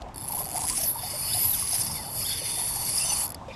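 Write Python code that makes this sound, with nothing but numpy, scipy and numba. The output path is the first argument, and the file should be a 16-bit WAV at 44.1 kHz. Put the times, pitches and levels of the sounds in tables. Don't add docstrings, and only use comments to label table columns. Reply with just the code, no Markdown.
import sys
import numpy as np
from scipy import signal
from scipy.io import wavfile
from scipy.ndimage import uniform_filter1d
from numba import njit

SR = 44100
rng = np.random.default_rng(int(sys.argv[2]) if len(sys.argv) > 2 else 0)


def linear_from_db(decibels):
    return 10 ** (np.asarray(decibels, float) / 20)


def unload_audio(sound):
    columns = np.transpose(np.atleast_2d(sound))
    steps = np.round(np.clip(columns, -1, 1) * 32767)
    wavfile.write(sys.argv[1], SR, steps.astype(np.int16))


N = 156555


@njit
def ring(x, poles, hit):
    y, z = np.empty(len(x)), 0j
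    for i in range(len(x)):
        z = z * poles[hit[i]] + x[i]
        y[i] = z.imag
    return y


def band(x, hz, width_hz):
    return signal.lfilter(*signal.iirpeak(hz, hz / width_hz, SR), x)


def level(x, db):
    return x * linear_from_db(db) / np.sqrt(np.mean(x ** 2))


def walk(rate_hz):
    hold = int(SR / rate_hz)
    steps = np.repeat(rng.standard_normal(N // hold + 1), hold)
    return 2.34 * uniform_filter1d(uniform_filter1d(steps, hold), hold)[:N]


def add(out, start_s, sound):
    i = int(start_s * SR)
    out[i:i + len(sound)] += sound[:N - i]


def air():
    # frequency in Hz, level in dB per Hz.
    spectrum = [(15, -37), (25, -4.5), (104, 2.5), (403, -16), (966, -6), (1260, -25.5), (3530, -32),
                (4140, -35.5), (14000, -47.5)]
    table_hz, table_db = np.array(spectrum).T
    out = 0
    for hz in 28 * 2 ** np.arange(0, 9.4, .5):
        flicker_db = 1.5 * walk(7.02)
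        db = np.interp(np.log(hz), np.log(table_hz), table_db) + flicker_db
        noise = rng.standard_normal(N)
        out = out + linear_from_db(db) * band(band(noise, hz, hz / 2), hz, hz / 2)
    return level(out, -41)


def tackle():
    # start in seconds, peak in dB, pitch in Hz.
    knocks = [
        (0.0107, -54, 4340),
        (0.0192, -43, 3750),
        (0.0858, -53.5, 2400),
        (3.483, -50, 2420),
    ]
    t, out = np.arange(600) / SR, np.zeros(N)
    for start_s, peak_db, hz in knocks:
        burst = rng.standard_normal(600) * np.exp(-t / 0.0035)
        add(out, start_s, linear_from_db(peak_db + 13.5) * band(burst, hz, 1700))
    return out


def bubble(hz, t60_s, glide=0.02):
    t = np.arange(int(.05 * SR)) / SR
    tone = np.sin(2 * np.pi * hz * t * (1 + glide * t / t60_s))
    return tone * linear_from_db(-60 * t / t60_s) * (1 - np.exp(-t / 0.0013))


def water():
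    # start in seconds, peak in dB, pitch in Hz.
    laps = [(0.017, -32, 690), (0.038, -41, 470), (0.0625, -32, 715), (0.242, -37, 816), (0.299, -32, 924),
            (0.334, -27.5, 847), (0.373, -29.5, 975), (0.403, -30.5, 717), (0.465, -30, 742),
            (0.519, -31, 695), (0.549, -26, 746), (0.574, -28, 890), (0.619, -30, 888), (0.639, -32.5, 745),
            (0.703, -31, 986), (0.781, -32, 790), (0.833, -31, 662), (0.957, -27.5, 912), (1.033, -28, 730),
            (1.135, -32, 590), (1.347, -29.5, 729), (1.623, -32, 1113), (1.729, -32, 758.4),
            (1.448, -35, 910), (1.897, -32.5, 883), (1.994, -35.5, 870), (2.061, -31.5, 795),
            (2.416, -33.5, 521.5), (2.574, -35, 707.7), (2.595, -32.5, 953), (2.708, -36, 948),
            (2.76, -34, 803), (2.813, -37, 966), (3.046, -33, 696.4), (3.119, -30, 847), (3.413, -35, 914),
            (3.433, -38, 730), (3.452, -43, 1030), (3.482, -33, 536)]
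    bubbles_per_lap, lap_s, gurgles_per_s = 5, .035, 200
    out = np.zeros(N)
    for start_s, peak_db, hz in laps:
        for k, (late, tune, size) in enumerate(rng.random((bubbles_per_lap, 3))):
            later = k > 0
            db = peak_db + 3 - later * (4 + 8 * size)
            pitch_hz = hz * (1 + later * 0.34 * (tune - .5))
            add(out, start_s + later * late * lap_s, linear_from_db(db) * bubble(pitch_hz, 0.05))
    for when, tune, size in rng.random((int(gurgles_per_s * N / SR), 3)):
        gurgle_db = -55 + 17.5 * size ** 2
        gurgle_hz = 844 * linear_from_db(4.49 * (tune - 2.5))
        add(out, when * N / SR, linear_from_db(gurgle_db) * bubble(gurgle_hz, 0.023))
    return out


def spool_speed():
    # time in seconds, teeth per second in Hz.
    pull_1 = [(.19, 119), (0.73, 230), (0.781, 346.6), (0.859, 424.8), (0.939, 191.7)]
    pull_2 = [(1.02, 448.7), (1.25, 564), (1.31, 720), (1.36, 1000), (1.44, 1106), (1.528, 891),
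              (1.556, 712), (1.602, 402), (1.67, 199.5)]
    pull_3 = [(1.74, 330.4), (1.84, 378.5), (1.929, 537), (2.021, 430), (2.079, 275)]
    pull_4 = [(2.13, 278), (2.189, 429), (2.265, 805.4), (2.375, 798), (2.45, 499.8), (2.749, 390.9),
              (3.081, 688), (3.199, 503), (3.272, 159)]
    t = np.arange(N) / SR
    time_s, speed_hz = np.vstack([pull_1, pull_2, pull_3, pull_4]).T
    rate_hz = np.interp(t, time_s, speed_hz)
    running = (t > time_s[0]) & (t < time_s[-1])
    teeth = np.cumsum(rate_hz * running) / SR
    return rate_hz, running, teeth


def pawl_strikes(rate_hz, teeth):
    # time in seconds, level in dB, spool against pawl in dB,
    # pawl brightness in dB per kHz.
    pulls = [
        [(.15, -40.5, -0.5, 5.5), (.34, -30.5, -6, 9.5), (.5, -30, 1.5, 7), (.62, -31.5, -5.5, 4),
         (.75, -27.5, -5.5, 1.5), (.895, -29.5, -5, 14.5), (.94, -35.5, -5, 6.5)],
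        [(1.03, -36, 3.5, 8.5), (1.12, -37.5, 3, 6.5), (1.21, -32, -1, 6.5), (1.31, -32, 2, 6.5),
         (1.5, -31, -10.5, 9.5), (1.575, -28.5, -1.5, 3.5), (1.63, -31.5, 1.5, 5.5)],
        [(1.7, -29.5, -3, 8.5), (1.79, -26, -6.5, 5.5), (1.92, -33, -1.5, 6.5), (2.04, -39.5, 5, 4)],
        [(2.12, -36.5, -2.5, 7), (2.23, -36, 5, 6), (2.45, -34, 4, 4), (2.72, -29, -5.5, 5), (2.9, -28, 1, 3),
         (3.09, -34.5, 7, 1), (3.22, -27, -2, 4), (3.27, -33.5, -3.5, 9), (3.35, -66, 9, 4)],
    ]
    # time in seconds, peak in dB.
    ticks = [
        (0.1437, -32),
        (0.159, -28),
        (0.1706, -34),
        (0.1796, -26.5),
        (3.2777, -24),
        (3.2908, -29),
        (3.3027, -28.5),
        (3.3199, -29.5),
        (3.3451, -30),
    ]
    # time in seconds,
    # level in dB.
    separate_teeth = [(0.1886, -35.0), (0.1959, -33.0), (0.2036, -31.0), (0.2108, -31.0), (0.2186, -30.5),
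                      (0.2256, -31.0), (0.2345, -32.0), (0.2408, -30.5), (0.2473, -30.0), (0.2546, -32.0),
                      (0.2622, -33.5), (0.2697, -31.0), (0.2776, -26.5), (0.2851, -25.5), (0.2914, -29.0),
                      (0.2971, -31.5), (0.3022, -35.0), (0.3075, -31.0), (0.3122, -32.5), (0.317, -28.0),
                      (0.3213, -25.5), (0.3258, -27.0), (0.3301, -30.0), (0.3344, -27.0), (0.3385, -28.5),
                      (0.3474, -26.5), (0.3509, -26.5), (0.3551, -25.0), (0.3601, -29.5), (0.3646, -29.5),
                      (0.3688, -29.0), (0.3779, -27.0), (0.3824, -28.5), (0.3868, -26.5), (0.3902, -28.0),
                      (0.395, -26.0), (0.3998, -28.0), (0.4048, -28.5), (0.4093, -29.5), (0.4161, -27.5),
                      (0.4231, -30.0), (0.431, -28.5), (0.4404, -29.5), (0.447, -30.0), (0.4546, -28.5),
                      (0.4621, -30.0), (0.4707, -31.5), (0.4797, -33.5), (0.4886, -30.5), (0.4973, -29.0),
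                    (0.5058, -28.5), (0.5143, -28.0), (0.5222, -30.5), (0.5295, -31.5), (0.5367, -31.0),
                    (0.5437, -28.5), (0.5503, -26.0), (0.5574, -25.5), (0.564, -22.0), (0.5702, -22.5),
                    (0.5765, -23.0), (0.5811, -26.0), (0.5913, -27.0), (0.5957, -30.0), (0.6001, -29.5),
                    (0.6055, -26.0), (0.6094, -28.0), (0.6143, -26.0), (0.6182, -28.0), (0.6227, -31.0),
                    (0.6272, -31.0), (0.6317, -29.0), (0.6366, -23.0), (0.6406, -27.5), (0.6454, -29.0),
                    (0.6509, -25.0), (0.6565, -27.5), (0.6612, -32.5), (0.6672, -24.5), (0.6731, -21.0),
                    (0.679, -22.0), (0.6851, -21.5), (0.6911, -21.5), (0.6978, -18.5), (0.7025, -23.0),
                    (0.707, -28.0), (0.7118, -26.5), (0.7162, -27.5), (0.7196, -31.5), (0.7249, -23.0),
                    (0.729, -28.0), (0.7333, -26.5), (0.7371, -28.5)]
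    # time in seconds, extra dB.
    high_spots = [(.285, 1.5), (.572, -1), (.674, -1.5), (.686, 2), (.698, 1.5), (0.773, 5.5), (.812, 3.5),
                  (0.835, 4.5), (1.561, 1.5), (1.73, 5), (1.751, 4.5), (1.811, 6), (1.869, 4), (1.919, 4),
                  (2.221, 2.5), (2.962, -0.5), (2.979, 2.5), (3.022, 1.5), (3.132, 3), (3.197, 2)]
    t = np.arange(N) / SR
    force_s, force_db, spool_db, bright_db = np.vstack(pulls).T
    lone = np.array(ticks)
    apart = np.array(separate_teeth)

    count = int(teeth[-1])
    jitter_teeth = .05 * rng.standard_normal(count)
    at_s = np.interp(np.arange(count) + jitter_teeth, teeth, t)
    density_db = 10 * np.log10(np.interp(at_s, t, rate_hz) / 100)
    scatter_db = 1.0 * rng.standard_normal(count)
    surge_db = .7 * np.interp(at_s, t, walk(60))
    db = np.interp(at_s, force_s, force_db) - density_db + scatter_db + surge_db

    blurred = at_s > apart[-1, 0] + .003
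    at_s = np.r_[at_s[blurred], lone[:, 0], apart[:, 0]]
    db = np.r_[db[blurred], lone[:, 1] - 9, apart[:, 1] - 7.5]
    order = np.argsort(at_s)
    at_s, db = at_s[order], db[order]
    high_spot_s = 0.0079
    press_db = sum(extra_db * np.exp(-((at_s - s) / high_spot_s) ** 2) for s, extra_db in high_spots)
    return at_s, db, press_db, np.interp(at_s, force_s, spool_db), np.interp(at_s, force_s, bright_db)


def rattle(rate_hz, teeth):
    # frequency in Hz, level in dB, t60 in seconds,
    # share of the high spot in dB per dB.
    pawl_modes = [(7110, -25.5, 0.0033, 0.49), (7390, -10, 0.013, .3), (8480, 3, 0.0021, 0.33),
                  (8840, 1.5, 0.0058, 2.97), (9330, 3.5, 0.013, 2.17), (9670, -0.5, 0.0052, 0.23),
                  (10700, 5.5, 0.0081, 0.23), (11090, 4, 0.0042, 0.37), (11637, -5, .014, 0.15),
                  (13460, -20, 0.0057, .2), (14300, -14, 0.0047, .2)]
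    spool_modes = [(1970, -15, 0.004, 0.2), (3070, -22, 0.017, -2), (3470, -41.5, 0.46, -13),
                   (3600, -19, 0.032, -2), (4446, -13.5, 0.029, -2), (5050, -12, 0.021, 2.5),
                   (5320, -15, 0.014, 2.5), (6050, -44, 0.35, -6), (6080, -41, 0.23, -5),
                   (6101, -46.5, 0.2, -2), (6570, -13.5, 0.0052, -8), (6450, -9, 0.0031, 2.8)]
    # time in seconds, pitch ratio.
    sag = [(1.0, 1.0), (1.17, 0.88), (1.36, 0.98), (1.95, 1.0), (2.1, .93), (2.42, 1.0)]
    at_s, db, press_db, spool_db, bright_db = pawl_strikes(rate_hz, teeth)
    where = (at_s * SR).astype(int)
    hit = np.clip(np.searchsorted(at_s, np.arange(N) / SR) - 1, 0, None)
    chatter_s = 0.0025
    fade = np.exp(-1 / (chatter_s * SR))
    grit = rng.standard_normal(N) * linear_from_db(2)

    def flicks(gain_db):
        snap = np.zeros(N)
        snap[where] = linear_from_db(db + gain_db)
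        chatter = grit * signal.lfilter([1], [1, -fade], snap)
        return 1.7 * snap + 0.34 * chatter + 1e-18

    out = 0
    for k, (hz, mode_db, t60_s, share) in enumerate(pawl_modes + spool_modes):
        scatter_db = 1.5 * rng.standard_normal(len(at_s))
        drift_db = 1.8 * walk(6.924)[where]
        gain_db = mode_db + share * press_db + scatter_db + drift_db
        if k >= len(pawl_modes):
            gain_db = gain_db + spool_db
        else:
            gain_db = gain_db + bright_db * np.clip(hz / 1000 - 10.6, -1.2, 1.2)
        detune = .01 * (t60_s < .1)
        tune_hz = hz * (1 + detune * (.4 * walk(5)[where] + rng.standard_normal(len(at_s))))
        if 10000 < hz < 11200:
            tune_hz = tune_hz * np.interp(at_s, *np.array(sag).T)
        if t60_s > .1 and hz > 5000:
            gain_db = gain_db + 20.5 * np.exp(-((at_s - 3.07) / 0.076) ** 2)
        poles = np.exp(2j * np.pi * tune_hz / SR - np.log(1000) / (t60_s * SR))
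        out = out + (-1) ** k * ring(flicks(gain_db), poles, hit)
    crack = linear_from_db(-16) * 10 * band(flicks(press_db / 2), 7000, 8000)
    return .55 * out + crack


def hum_and_whine(rate_hz, running, teeth):
    t = np.arange(N) / SR
    fast = np.minimum(rate_hz / 800, 1) ** 2 * running
    turn = 2 * np.pi * teeth + .6 * walk(120)
    octave = linear_from_db(-2) * np.sin(2 * turn) * np.sqrt(fast)
    hum = np.sin(turn) * fast + octave

    whine_hz = 4.35 * rate_hz * (1 + .018 * walk(500))
    whine = np.sin(2 * np.pi * np.cumsum(whine_hz) / SR) * fast * linear_from_db(2.5 * walk(90))
    sung = band(band(whine, 3520, 700), 3520, 700) + linear_from_db(-8) * whine
    handle = linear_from_db(-7) * (t > 2.5) * band(whine, 2854, 387)
    return linear_from_db(-37) * (sung + handle) + linear_from_db(-49 + 2.0 * walk(31.1)) * band(hum, 1200, 900)


def reel():
    rate_hz, running, teeth = spool_speed()
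    return rattle(rate_hz, teeth) + hum_and_whine(rate_hz, running, teeth)


def sleeve():
    # centre in Hz, width in Hz, level in dB.
    rustle_bands = [(2420, 150, -6), (2120, 190, -10), (3560, 200, -9), (5030, 350, -9.5)]
    start_s, rise_s = 3.51, 0.018
    t, cloth = np.arange(N) / SR, 0
    for hz, width_hz, db in rustle_bands:
        flutter = linear_from_db(db + 3.4 * walk(70))
        cloth = cloth + flutter * band(rng.standard_normal(N), hz, width_hz) / np.sqrt(width_hz)
    swell = 1 / (1 + np.exp(-np.clip((t - start_s) / rise_s, -50, 50)))
    return level(cloth, -43) * swell


def scene():
    return (air() + tackle() + water() + reel() + sleeve())[None]


def roll_off(x):
    return signal.sosfilt(signal.butter(12, 15740, fs=SR, output="sos"), x)


def record(dry):
    mix = signal.sosfilt(signal.ellip(8, .5, 60, 15300, fs=SR, output="sos"), dry)
    mix = signal.lfilter(*signal.butter(2, 12500, fs=SR), mix)
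    return roll_off(mix)


dry = scene()
out = record(dry)
unload_audio(out)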